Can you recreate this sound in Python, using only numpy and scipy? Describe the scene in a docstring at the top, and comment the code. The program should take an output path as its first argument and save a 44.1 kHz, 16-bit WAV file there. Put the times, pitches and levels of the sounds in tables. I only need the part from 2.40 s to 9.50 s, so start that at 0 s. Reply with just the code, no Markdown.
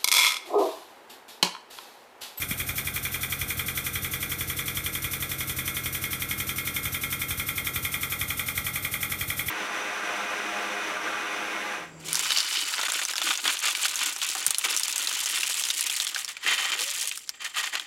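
"""Air pump raising a scissor lift

An air-over-hydraulic pump drives a steel scissor lift up in a garage, eleven strokes a second.
In each stroke the exhaust opens with a puff and a hiss, then the piston slams home: the pump
knocks, the valve clacks, loose parts tick and the frame rings. As the lift climbs, the knock
eases, then hardens, and the ring slowly changes colour over a low room tone."""
import sys
import numpy as np
from scipy import signal
from scipy.fft import irfft
from scipy.io import wavfile
from scipy.ndimage import uniform_filter1d

SR = 44100
rng = np.random.default_rng(int(sys.argv[2]) if len(sys.argv) > 2 else 0)


def transcribe(u):
    """Save the signal u as a 16-bit wav file named by the first command-line argument.

    u: samples, shape (n,) or (channels, n), limited to [-1, 1]; the rate is SR.
    q: integer samples, one column per channel.
    """
    v = np.clip(np.atleast_2d(u).T, -1, 1)
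    q = np.round(v * 32767).astype(np.int16)
    wavfile.write(sys.argv[1], SR, q)


N = 313110
TIME = np.arange(N) / SR

# The pump's pace: time_s, strokes_done
STROKE_COUNT = [(-0.5237, 0), (1.6448, 24), (2.9148, 38), (4.0011, 50), (5.6308, 68), (7.1732, 85)]
# Piston hits and rebounds in one stroke; one rebound drags noticeably as the lift rises:
# delay_s, drift_s_per_s, pitch_hz, width_hz, relative_db
PISTON_HITS = [(0.0028, 0, 2150, 377, 7.5), (0, 0, 1430, 690, -8), (0.012, 0.0018, 2165, 280, -2),
               (0.016, 0.000073, 1384, 600, -8), (0.013, 0.00026, 1297, 500, -18)]
# The valve's double clack: delay_s, drift_s_per_s, pitch_hz, width_hz, relative_db
VALVE_HITS = [(.0002, 0, 3283, 480, -3), (.0052, 0, 3270, 483, -7.5)]
# The knock eases early in the climb, then hardens: time_s, level_db
KNOCK_FADER = [(0.0, -40.5), (1.7, -42), (2.6, -45.5), (4.4, -41), (5.7, -38.5), (7.1, -37)]
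# The clack starts soft and comes up to a steady level: time_s, level_db
CLACK_FADER = [(0.4, -52), (1.1, -44.5)]
# Bright top of the exhaust hiss: frequency_hz, relative_db
BRIGHT_HISS_EQ = [(2800, -13), (3300, -21), (3950, -10), (4800, -12), (5700, -7), (6500, -8.5),
                  (7500, -8.5), (9200, -3), (10700, -5), (12500, 0), (14300, -2.5), (15600, -8.5)]
# Lower band of the exhaust hiss: frequency_hz, relative_db
LOW_HISS_EQ = [(1000, -13), (1300, 2), (1800, -2.5), (2150, 0.5), (2450, 2), (2700, -1), (3000, -5),
               (3450, 1.5), (3800, 0), (4400, -36)]
# Whistles of the exhaust port, set against the hiss:
# pitch_hz, width_hz, relative_db, strongest_at_s, half_width_s
PORT_WHISTLES = [(5895, 160, -13, 2.5, 2.45), (8080, 160, -18.5, 7.5, 2.8), (8970, 450, -10, 15, 2.3),
                 (9530, 210, -14.5, -3, 3.5), (12100, 170, -20, -6, 5.5), (12700, 220, -14, 4.7, 2.6)]
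# Clear tones of garage, deck and frame, each strongest at one height of the lift:
# pitch_hz, level_db, t60_s, strongest_at_s, half_width_s
FRAME_TONES = [(53.3, -52.5, 1, 0, 3.6), (90, -46, 1, -3.5, 5.5), (131.5, -46, 0.86, 2.5, 3.8),
               (288.5, -55.5, 0.63, 4.5, 1.5), (294.1, -55, 1, 2.5, 0.85), (321.4, -55.5, 0.69, 2.4, 1.15),
               (389.8, -56.5, 0.32, 3, 1.5), (476.4, -59.5, 0.3, 1.2, 2.4), (556, -75, 0.57, 2, 2.6),
               (827, -60, 0.22, 6, 2.5), (1276, -55.5, 0.56, 2.5, 2.4), (1350, -47, 0.46, 5.0, 1.64),
               (1403, -53.5, 0.44, 5.5, 2.8), (1563, -53, 0.46, 0.7, 1.3), (1676, -52.5, 0.38, 2.5, 2.2),
               (1942, -47, 0.34, 7.5, 2.7), (2112, -46.5, 0.51, 6, 1.1), (2156, -42.5, 0.59, 4.5, 1.5),
               (2410, -47, 0.21, -2, 14), (3220, -49, 0.23, 8, 5.4), (3560, -53.5, 0.23, 1.2, 2.2)]
# Dense metallic wash of frame and garage: frequency_hz, relative_db
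RING_EQ = [(950, -28), (1130, -5), (1350, -6), (1550, -8.5), (1840, -14.5), (1980, -0.5), (2150, -0.5),
           (2450, 0), (2600, -15), (2950, -48), (3230, -3), (3560, -2), (3800, -20.5), (4500, -18.5)]
# Low body rumble: frequency_hz, relative_db
RUMBLE_EQ = [(125, -38), (160, 5.5), (220, 1), (245, -3.5), (295, 0.5), (350, -6.5), (480, -6), (600, -7.5),
             (820, -9.5), (950, -15.5), (1100, -32)]
# Air surges, each a heavy thud at a slam, answered as the port opens a little later:
# time_s, level_db, strokes_until_answer
AIR_SURGES = [(0.2, -33.5, 3), (0.29, -34, 3), (1.02, -31.5, 2), (1.56, -32, 1), (2.01, -34.5, 1),
              (2.37, -31.5, 1), (2.65, -33.5, 2), (3.1, -36, 1), (3.46, -37, 2), (4.0, -41, 1),
              (4.46, -33, 1), (4.91, -31.5, 1), (5.36, -31.5, 1), (5.81, -32, 1), (6.18, -33.5, 1),
              (6.81, -33, 1)]
# Garage room tone: frequency_hz, relative_db
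ROOM_EQ = [(20, -20), (38, -19), (60, 1), (130, 3.5), (180, -1.5), (300, -5.5), (420, -8), (900, -14),
           (2000, -13.5), (5000, -20.5)]


def metal_hits(slams, hits, spread_db, jitter_s):
    """Piston or valve strikes and rebounds: a tight cluster of short knocks on every stroke."""
    out = 0
    for delay_s, drift, hz, width_hz, db in hits:
        lag_s = delay_s + drift * slams + jitter_s * rng.standard_normal(len(slams))
        times = slams + np.clip(lag_s, -.02, .04)
        out = out + play(times, from_db(db) * uneven(slams, spread_db), knock(hz, width_hz))
    return rms_one(out)


def air_flow(since_slam, lead_s=.026, attack_s=.0054, hold_s=.0096, leak_db=-10.5):
    """The port opens ahead of the slam; the flow builds, holds briefly, then falls to a leak."""
    rise_db_per_s, fall_db_per_s = 60, 270
    opened = np.clip((since_slam + lead_s) / attack_s, 0, 1)
    rise_db = rise_db_per_s * np.minimum(since_slam, 0)
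    fall_db = fall_db_per_s * np.maximum(since_slam - hold_s, 0)
    return from_db(leak_db + opened * np.maximum(rise_db - fall_db - leak_db, 0))


def exhaust(slams, stroke):
    """Air jets through the whistling port, with a sharp crack of hiss at the slam."""
    since_slam = TIME - slams[stroke]
    flow = air_flow(since_slam) * uneven(slams, spread_db=0.41)[stroke]
    crack = from_db(-0.5) * np.exp(-np.abs(since_slam) / 0.0037) * (since_slam > 0)
    hiss = noise(BRIGHT_HISS_EQ)
    for hz, width_hz, db, centre_s, width_s in PORT_WHISTLES:
        whistle = rms_one(band(rng.standard_normal(N), hz, width_hz, order=2))
        hiss = hiss + whistle * from_db(db) * swell(centre_s, width_s)
    jet = (flow + crack) * hiss
    echoes_s = rng.uniform(.0005, .005, 4)   # nearby steel and floor comb the hiss
    jet = jet + from_db(-13.5) * sum(np.roll(jet, int(lag * SR)) for lag in echoes_s)
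    low_hiss = flow * noise(LOW_HISS_EQ)
    return from_db(-34.5) * rms_one(jet) + from_db(-47) * rms_one(low_hiss)


def frame_ring(slams):
    """Each slam strikes the frame's clear modes, which ring on into the next stroke."""
    age, out = np.arange(SR // 2) / SR, 0
    for hz, db, t60, centre_s, width_s in FRAME_TONES:
        mode = np.sin(2 * np.pi * hz * age) * from_db(-60 * age / t60)
        times = slams + .00006 * rng.standard_normal(len(slams))
        ringing = play(times, uneven(slams, spread_db=0.9), mode)
        ringing /= np.sqrt(uniform_filter1d(ringing ** 2, size=SR // 2) + 1e-12)   # ride the level flat
        out = out + ringing * from_db(db) * swell(centre_s, width_s)
    return out


def dense_ring(slams, eq, t60, tail_t60, tail_db, rise_s, colours=6, size=16384):
    """Crowded modes answer each slam as a wash whose colour shifts as the scissor arms open."""
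    age, out = np.arange(size) / SR, 0
    attack = 1 - np.exp(-age / rise_s)
    decay = from_db(-60 * age / t60) + from_db(tail_db - 60 * age / tail_t60)
    height = np.clip(slams / TIME[-1], 0, 1) * (colours - 1)
    for colour in range(colours):
        crossfade = np.sqrt(np.maximum(1 - np.abs(height - colour), 0))
        response = rms_one(noise(eq, size) * attack * decay)
        out = out + play(slams, crossfade * uneven(slams, spread_db=0.83), response)
    return rms_one(out)


def puffs(slams, lead_s=.0184, lag_s=.0027, answer_db=-6):
    """Air thuds as the port opens and again at the slam; surges lay heavier thuds on top."""
    thud = -knock(hz=85.6, width_hz=50.6, order=2)
    openings, closings = slams - lead_s, slams + lag_s
    steady = play(openings, from_db(-38), thud) + play(closings, from_db(-40), thud)
    surge_s, db, wait = np.transpose(AIR_SURGES)
    surging = np.abs(slams - surge_s[:, None]).argmin(axis=1)   # nearest stroke
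    answering = surging + np.round(wait).astype(int)
    surges = play(closings[surging], from_db(db), thud)
    answers = play(openings[answering], from_db(db + answer_db), thud)
    return steady + surges + answers


def starting_bump(start_s=.1125):
    """One dull bump as the lift gets going."""
    return play([start_s], from_db(-23.5), -knock(hz=160, width_hz=110, order=2))


def rattle(slams, parts=6):
    """Loose parts tick at random just after each slam."""
    out = 0
    for hz in np.linspace(1250, 3550, parts):
        times = slams + .002 + rng.rayleigh(.011, len(slams))
        out = out + play(times, uneven(slams, spread_db=1.5), knock(hz, width_hz=590))
    return rms_one(out)


def room_tone():
    """The garage lays a steady, dark bed of noise under the pump."""
    return from_db(-47) * noise(ROOM_EQ)


def from_db(db):
    """Decibels as a gain."""
    return 10 ** (np.asarray(db) / 20)


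def rms_one(x):
    """The same sound at rms 1."""
    return x / np.sqrt(np.mean(x ** 2) + 1e-20)


def fader(points):
    """A gain that glides between level marks."""
    return from_db(np.interp(TIME, *np.transpose(points)))


def swell(centre_s, width_s):
    """A resonance blooms and fades as the lift passes through one height."""
    return 1 / np.sqrt(1 + ((TIME - centre_s) / width_s) ** 2)


def uneven(times, spread_db):
    """Random gains: no two strokes land equally hard."""
    return from_db(spread_db * rng.standard_normal(len(times)))


def noise(eq, size=N):
    """Noise coloured by an EQ curve; rms 1."""
    hz, db = np.transpose(eq)
    bins = np.maximum(np.fft.rfftfreq(size, 1 / SR), 1)
    gain = from_db(np.interp(np.log(bins), np.log(hz), db, left=-np.inf, right=-np.inf))
    return rms_one(irfft(gain * np.exp(2j * np.pi * rng.random(len(bins))), size))


def band(x, hz, width_hz, order):
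    """Coupled resonances that pass one band."""
    edges = np.clip([hz - width_hz / 2, hz + width_hz / 2], 15, .45 * SR)
    return signal.sosfilt(signal.butter(order, edges, "band", fs=SR, output="sos"), x)


def knock(hz, width_hz, order=3, size=4096):
    """A heavily damped resonance that swells and dies quickly; peak 1."""
    wave = band(signal.unit_impulse(size), hz, width_hz, order)
    return wave / np.abs(wave).max()


def play(times, gains, response):
    """Triggers one sound at each time; a second of pre-roll lets the pump be running already."""
    triggers = np.zeros(N + 2 * SR)
    triggers[np.round(np.asarray(times) * SR).astype(int) + SR] = gains
    return signal.oaconvolve(triggers, response)[SR:SR + N]


def scene():
    """One stroke clock drives knocks, air and ringing over the room tone."""
    time_s, done = np.transpose(STROKE_COUNT)
    slams = np.interp(np.arange(round(done[-1]) + 1), done, time_s)
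    stroke = np.floor(np.interp(TIME, time_s, done) + 3 / 8).astype(int)   # starts 3/8 cycle pre-slam
    knocks = fader(KNOCK_FADER) * metal_hits(slams, PISTON_HITS, spread_db=0.3, jitter_s=.00003)
    clacks = fader(CLACK_FADER) * metal_hits(slams, VALVE_HITS, spread_db=1.4, jitter_s=.00005)
    ticks = from_db(-46.5 - 2.7 * TIME) * rattle(slams)   # the slack is taken up as the lift rises
    wash = from_db(-39.5) * dense_ring(slams, RING_EQ, t60=.18, tail_t60=.6, tail_db=-8, rise_s=.0021)
    rumble = from_db(-48) * dense_ring(slams, RUMBLE_EQ, t60=.55, tail_t60=.64, tail_db=-4, rise_s=.017)
    room = room_tone()
    steel = knocks + clacks + ticks + wash + frame_ring(slams)
    air = exhaust(slams, stroke) + puffs(slams)
    return (steel + air + rumble + starting_bump() + room)[None]


def record(dry):
    """The microphone drops the deep bass; the top is cut steeply."""
    low_cut_hz, high_cut_hz = 34, 15330
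    thinned = signal.sosfilt(signal.butter(3, low_cut_hz, "high", fs=SR, output="sos"), dry)
    return signal.sosfilt(signal.ellip(12, .2, 85, high_cut_hz, fs=SR, output="sos"), thinned)


dry = scene()
out = record(dry)
transcribe(out)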